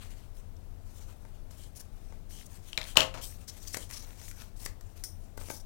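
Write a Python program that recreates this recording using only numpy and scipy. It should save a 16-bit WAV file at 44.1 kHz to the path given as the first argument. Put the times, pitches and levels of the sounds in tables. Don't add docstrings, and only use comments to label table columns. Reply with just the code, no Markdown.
import sys
import numpy as np
from scipy import signal
from scipy.fft import rfft, irfft
from scipy.io import wavfile

SR = 44100
rng = np.random.default_rng(int(sys.argv[2]) if len(sys.argv) > 2 else 0)


def int16_out(signal):
    q = np.round(np.clip(np.atleast_2d(signal).T, -1, 1) * 32767)
    wavfile.write(sys.argv[1], SR, q.astype(np.int16))


N = 249204
TIME = np.arange(N) / SR

# frequency in Hz, level in dB.
ROOM_TONE = [(11, -29), (18, 2.5), (33, -0.5), (55, -14.5), (81, -5.5), (152, -21.5), (175, -19.5),
             (346, -28), (576, -32), (627, -29), (908, -36.5), (1850, -45), (2190, -46.5), (6090, -50.5),
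             (16000, -52.5)]
# frequency in Hz, level in dB.
APPLIANCE_HUM = [(27, -54), (88, -59.5)]
# frequency in Hz, t60 in seconds.
ROOM_DECAY = [(100, 0.36), (600, 0.33), (3000, 0.23), (8000, 0.18), (16000, 0.16)]
# start in seconds, length in seconds, bright hiss in dB, dull rub in dB.
STROKES = [(0.0, 0.037, -62.5, -58), (0.09, 0.024, -62.5, -64), (0.166, 0.074, -71.5, -72.5),
           (0.343, 0.022, -66, -70), (0.85, 0.095, -70, -77), (0.957, 0.073, -63.5, -68.5),
           (1.072, 0.014, -62.5, -63), (1.2, 0.014, -70, -70), (1.258, 0.11, -82, -79),
           (1.493, 0.054, -67, -68.5), (1.563, 0.077, -61.5, -74), (1.744, 0.043, -61, -66),
           (1.923, 0.23, -76, -75.5), (2.289, 0.13, -58.5, -75), (2.485, .08, -66, -70),
           (2.613, 0.13, -65, -70), (2.813, .1, -58, -61.5), (3.209, 0.042, -46, -65),
           (3.3, 0.033, -66, -72), (3.378, .035, -64.5, -67), (3.501, 0.082, -59, -67),
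           (3.598, 0.13, -55.5, -67.5), (3.766, 0.066, -56.5, -68), (3.889, 0.088, -54.5, -60),
           (4.017, 0.1, -60, -65.5), (4.155, 0.056, -60.5, -65), (4.214, 0.089, -54, -65.5),
           (4.355, 0.068, -59, -60.5), (4.559, 0.084, -54, -64), (4.81, .1, -74.5, -78),
           (4.954, .02, -61, -64.5), (5.182, 0.1, -78, -89), (5.385, 0.054, -54.5, -60),
           (5.443, .09, -58, -68)]
# middle in seconds, half length in seconds, hiss in dB, squeak in dB.
SLIPS = [(.568, 0.0025, -74, -66), (1.515, 0.005, -62, -72), (1.77, 0.011, -55.5, -60),
         (1.806, 0.0083, -51, -67), (2.463, .005, -56.5, -76), (3.491, 0.012, -52, -49),
         (3.68, 0.0052, -50.5, -49.5), (3.742, 0.012, -47, -61), (3.772, 0.0041, -49, -65),
         (3.943, .011, -74, -53), (3.972, 0.0099, -67, -49), (4.011, 0.016, -80, -56),
         (4.656, 0.006, -45.5, -69), (5.379, 0.0049, -50, -79), (5.506, 0.0085, -50.5, -67),
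         (5.549, 0.03, -54, -63), (5.607, .0075, -61, -62)]
# frequency in Hz, level in dB.
RUB_SPECTRUM = [(150, 0), (400, -5), (900, -0.5), (1300, -2.5), (2000, -3), (2600, -2), (3200, -4),
                (4200, -6), (7000, -23.5)]
# frequency in Hz, level in dB.
HISS_SPECTRUM = [(1500, -21), (3000, -13.5), (4500, -6.5), (5900, 0), (7200, -2), (9300, -1.5), (11500, -6),
                 (14000, -5), (16000, -8)]
# centre in Hz, width in Hz, level in dB.
SQUEAK_PEAKS = [(2030, 930, -17), (4730, 240, -28), (5460, 1600, 4.5), (6160, 410, 8.5), (6800, 490, -29)]
# middle in seconds, half length in seconds, level in dB.
SWEEPS = [(0.022, .025, -61.5), (.19, 0.051, -75), (1.624, .035, -63.5), (2.38, .04, -60.5),
          (2.686, .02, -62), (2.9, .025, -54), (3.24, .015, -49.5), (3.82, .02, -55.5)]
# centre in Hz, width in Hz, level in dB.
SWEEP_PEAKS = [(3120, 339, 2.5), (4246, 610, -5.5), (6300, 1200, -8), (8100, 1300, -5), (9700, 980, -5.5),
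               (12520, 1500, -14)]
# start in seconds, tick level in dB, tick low-pass cutoff in Hz, hollow knock in dB.
TAPS = [(.058, -50, 2500, -57.5), (0.106, -43.5, 3500, -71), (1.2510, -46, 1800, -54),
        (1.509, -42.5, 3020, -59), (1.807, -39, 7000, -73), (2.1243, -47, 2000, -52),
        (3.4809, -36.5, 7200, -63), (3.7448, -18.5, 3500, -43.5), (3.7703, -22, 6000, -38.5),
        (3.902, -37.5, 2500, -71), (3.911, -29, 9000, -66), (4.025, -42, 5970, -73),
        (4.107, -40, 2000, -63), (4.215, -35.5, 2980, -60), (4.313, -35, 3500, -69),
        (4.42, -33.5, 3000, -56), (4.6611, -22.5, 3000, -44.5), (4.8105, -40.5, 6990, -67.5),
        (5.038, -36, 1800, -58), (5.3773, -35.5, 1530, -42.5), (5.4142, -45, 2500, -49),
        (5.486, -38, 1770, -48.5), (5.5000, -28.5, 1830, -50), (5.5034, -48, 1800, -38.5)]
# frequency in Hz, level in dB.
TICK_SPECTRUM = [(200, -47), (800, 0), (1800, 3), (3500, -3), (7000, 5.5), (16000, 3.5)]
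# frequency in Hz, level in dB, t60 in seconds.
DISC_MODES = [(268, -24, 0.049), (498, -2, 0.017), (640, 5.5, 0.0088), (910, 0.5, 0.023),
              (1200, -2.5, 0.014), (1550, -3.5, 0.018), (2110, -4, 0.015)]
# start in seconds, barrel level in dB, barrel pitch in Hz, blow to the board in dB.
PEN_KNOCKS = [(2.731, -27.5, 2940, -61.5), (2.7463, -45.5, 3100, -75), (2.7758, -16.5, 3765, -40),
              (2.7778, -18.5, 2280, -45.5), (2.7855, -27.5, 2320, -63.5), (2.814, -27.5, 3720, -56.5),
              (2.8160, -28, 2150, -60), (2.8303, -33.5, 3300, -66.5), (2.8405, -35, 3900, -63.5),
              (2.853, -37, 2250, -66.5), (2.9568, -36.5, 3695, -38.5), (2.9677, -18, 3960, -50.5),
              (2.9707, 3.5, 2807, -23.5), (3.0054, -9, 3040, -32), (3.0183, -17.5, 2810, -34.5),
              (3.03, -20, 2760, -49), (3.1410, -36, 2740, -39.5), (3.1748, -42, 2760, -43.5)]
# ratio to its pitch, level in dB, t60 in seconds.
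BARREL_MODES = [(.41, -17, 0.013), (.97, -9, 0.0089), (1.05, 0.5, 0.0079), (1.24, -11, .009),
                (1.47, -9.5, .009), (1.95, -13.5, .010), (2.4, -20.5, 0.016), (3.15, -18.5, .007)]
# frequency in Hz, level in dB, t60 in seconds.
BOARD_MODES = [(132.8, -12.5, 0.13), (172.5, -16.5, .09), (486, -14.5, .22), (527.2, -13.5, 0.37),
               (636, -11, 0.2), (876, -18, .22), (1117, -16, 0.15), (1290, -13.5, .12), (1436, -18, .13),
               (1663, -22.5, 0.19)]
# frequency in Hz, level in dB.
CLATTER_SPECTRUM = [(60, -3), (140, -2), (260, -0.5), (400, -5), (550, 0), (1100, 1), (1400, -5),
                    (2000, -7), (2800, -11.5), (4500, -11), (7000, -13.5), (10500, -23), (14000, -24),
                    (16000, -31.5)]
# centre in Hz, width in Hz, level in dB.
FLICK_PEAKS = [(5590, 760, -0.5), (7550, 740, -10), (8150, 110, 0.5), (8800, 510, -3.5), (9650, 280, 0),
               (10200, 145, -2), (11900, 110, -1.5), (13900, 146, -0.5), (15150, 230, -3)]


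def from_db(db):
    return 10 ** (np.asarray(db) / 20)


def rms_one(x):
    return x / np.sqrt(np.mean(x ** 2) + 1e-20)


def at_hz(points, hz):
    frequencies, values = np.transpose(points)
    return np.interp(np.log(np.maximum(hz, 1)), np.log(frequencies), values)


def colour(x, spectrum):
    gain = from_db(at_hz(spectrum, np.fft.rfftfreq(len(x), 1 / SR)))
    return rms_one(irfft(rfft(x) * gain, len(x)))


def resonate(x, peaks):
    bank = [from_db(db) * signal.lfilter(*signal.iirpeak(hz, hz / width, fs=SR), x)
            for hz, width, db in peaks]
    return rms_one(sum(band * (-1) ** k for k, band in enumerate(bank)))


def drift(per_s):
    knots = np.random.default_rng(rng.integers(1 << 30)).standard_normal(N)
    return rms_one(np.interp(TIME * per_s, np.arange(N), knots))


def fade(t60, size=22050):
    return np.exp(-np.log(1000) * TIME[:size] / max(t60, 1e-4))


def ringing(modes, pitch=1, size=22050):
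    return sum(from_db(db) * fade(t60, size) * np.sin(2 * np.pi * frequency * pitch * TIME[:size])
               for frequency, db, t60 in modes)


def add(out, start, sound):
    i = round(start * SR)
    out[i:i + len(sound)] += sound[:N - i]


def background(air_db=-49, waver_db=-1.5, waver_rad=0.36):
    air = from_db(air_db) * colour(rng.standard_normal(N), ROOM_TONE)
    hum = 0
    for hz, db in APPLIANCE_HUM:
        level = np.sqrt(2) * from_db(db + waver_db * drift(4.6))
        hum += level * np.sin(2 * np.pi * hz * TIME + waver_rad * drift(8.4))
    return air + hum


def stroke(start, length, attack_s=0.017, release_s=0.031):
    rise = 1 - np.exp(-np.maximum(TIME - start, 0) / attack_s)
    return rise * np.exp(-np.clip((TIME - start - length) / release_s, 0, 20))


def swell(middle, half, db, steepness=2):
    return from_db(db) * np.exp(-.5 * np.abs((TIME - middle) / half) ** steepness)


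def crinkles(per_s=60, spread_db=4, relative_width=0.29, bands=6):
    out = 0
    for hz in np.geomspace(2000, 11000, bands):
        sizes = from_db(spread_db * np.minimum(rng.exponential(1, N), 2))
        ticks = sizes * (rng.random(N) < per_s / bands / SR)
        band = signal.iirpeak(hz, 1 / relative_width, fs=SR)
        out += signal.lfilter(*band, ticks + 1e-18) / np.sqrt(hz)
    return rms_one(out)


def friction(per_s, spread_db, smooth_gain):
    sizes = from_db(spread_db * np.minimum(rng.exponential(1, N), 4)) * rng.choice([-1, 1], N)
    grains = rms_one(sizes * (rng.random(N) < per_s / SR))
    return rms_one(grains + smooth_gain * rng.standard_normal(N))


def moving_contact(x, depth_db=2.5, per_s=23, bands=24):
    log_hz = np.log(np.fft.rfftfreq(N, 1 / SR) + 1)
    centres = np.log(np.geomspace(1000, 15000, bands))
    spectrum, out = rfft(x), 0
    for weights in np.eye(bands):
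        band = irfft(spectrum * np.interp(log_hz, centres, weights), N)
        out += band * from_db(depth_db * drift(per_s))
    return out


def foam_rubbing(grip_hiss_db=-82.5, grip_rub_db=-86, crinkle_db=-11, flutter_db=2.0):
    hiss_level, rub_level = from_db(grip_hiss_db), from_db(grip_rub_db)
    for start, length, hiss_db, rub_db in STROKES:
        speed = stroke(start, length)
        hiss_level += from_db(hiss_db) * speed
        rub_level += from_db(rub_db) * speed
    crackle = hiss_level * from_db(crinkle_db) * crinkles()
    squeak_level = 0
    for middle, half, hiss_db, squeak_db in SLIPS:
        hiss_level += swell(middle, half, hiss_db, steepness=4)
        squeak_level += swell(middle, half, squeak_db, steepness=4)
    threads = friction(per_s=700, spread_db=1.5, smooth_gain=0.99)
    beads = friction(per_s=3800, spread_db=2, smooth_gain=0.74)
    catches = friction(per_s=1900, spread_db=2, smooth_gain=0.69)
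    drag = rub_level * colour(threads, RUB_SPECTRUM) + hiss_level * colour(beads, HISS_SPECTRUM)
    squeak = squeak_level * resonate(catches, SQUEAK_PEAKS)
    pressure = from_db(flutter_db * drift(70))
    return pressure * (moving_contact(drag) + squeak) + crackle


def table_sweeps():
    threads = friction(per_s=5000, spread_db=1, smooth_gain=2.2)
    return sum(swell(*sweep) for sweep in SWEEPS) * resonate(threads, SWEEP_PEAKS)


def tight_click(spectrum, size=2048):
    gain = from_db(at_hz(spectrum, np.fft.rfftfreq(size, 1 / SR)))
    cepstrum = irfft(np.log(gain))
    cepstrum[1:size // 2] *= 2
    cepstrum[size // 2 + 1:] = 0
    return irfft(np.exp(rfft(cepstrum)))


def foam_taps(crunch_gain=0.13, crunch_t60=0.022, grip_spread=0.036, size=4096):
    out, click = np.zeros(N), tight_click(TICK_SPECTRUM)
    for start, tick_db, cutoff_hz, knock_db in TAPS:
        force = crunch_gain * rng.standard_normal(size) * fade(crunch_t60, size)
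        force[0] = 1
        soften = signal.butter(1, cutoff_hz, fs=SR)
        tick = signal.lfilter(*soften, signal.fftconvolve(force, click)[:size])
        add(out, start, from_db(tick_db) * tick / np.abs(tick).max())
        grip_pitch = np.exp(grip_spread * rng.standard_normal())
        add(out, start, from_db(knock_db) * ringing(DISC_MODES, grip_pitch))
    return out


def pen_barrel(crack_db=-10, crack_t60=0.01, hardening=.25, contact_s=0.00024, size=4096):
    out = np.zeros(N)
    low_cut = signal.butter(2, 1200, "high", fs=SR)
    contact = 1 - np.exp(-TIME[:size] / contact_s)
    for start, db, pitch_hz, _ in PEN_KNOCKS:
        crack_level = from_db(crack_db + hardening * db) / 2
        crack = crack_level * rng.standard_normal(size) * fade(crack_t60, size)
        ring = ringing(BARREL_MODES, pitch_hz, size)
        add(out, start, from_db(db) * signal.lfilter(*low_cut, contact * (ring + crack)))
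    return out


def table_top(clatter_db=-4, clatter_t60=0.22, size=22050):
    out = np.zeros(N)
    for start, _, _, blow_db in PEN_KNOCKS:
        modes = sum(rng.choice([-1, 1]) * ringing([mode]) for mode in BOARD_MODES)
        noise = colour(rng.standard_normal(size), CLATTER_SPECTRUM)
        clatter = from_db(clatter_db) * noise * fade(clatter_t60)
        add(out, start, from_db(blow_db) * (modes + clatter))
    return out


def tape_flick(start=5.0378, snap_db=-35, snap_t60=0.056, shiver_db=-46, shiver_t60=0.28, size=22050):
    out = np.zeros(N)
    snap = resonate(rng.standard_normal(size), FLICK_PEAKS)
    shiver = resonate(rng.standard_normal(size), FLICK_PEAKS)
    shiver = resonate(shiver, FLICK_PEAKS)
    add(out, start, from_db(snap_db) * snap * fade(snap_t60))
    add(out, start, from_db(shiver_db) * shiver * fade(shiver_t60))
    return out


def room(x, wet_db, predelay_s=0.0052, size=22050):
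    white, tail = rng.standard_normal((2, size)), 0
    for k, hz in enumerate(np.geomspace(90, 14000, 8)):
        octave = signal.butter(2, [hz / np.sqrt(2), hz * np.sqrt(2)], "band", fs=SR, output="sos")
        tail += signal.sosfilt(octave, white[k % 2]) * fade(at_hz(ROOM_DECAY, hz))
    tail *= np.clip(TIME[:size] / predelay_s - 1, 0, 1)
    return x + from_db(wet_db) * signal.fftconvolve(x, tail / np.linalg.norm(tail))[:N]


def scene():
    pen = room(pen_barrel(), wet_db=-13.5) + room(table_top(), wet_db=-13)
    touches = room(foam_taps() + tape_flick(), wet_db=-10)
    rubbing = room(foam_rubbing() + table_sweeps(), wet_db=-14.5)
    left = 2 * (pen + touches + rubbing + background())
    right = from_db(-83.5) * rng.standard_normal(N)
    return np.array([left, right])


def record(dry, ceiling=0.9, cutoff_hz=16000):
    clipped = np.clip(dry, -ceiling, ceiling)
    high_cut = signal.ellip(14, .1, 90, cutoff_hz, fs=SR, output="sos")
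    return signal.sosfilt(high_cut, clipped)


dry = scene()
out = record(dry)
int16_out(out)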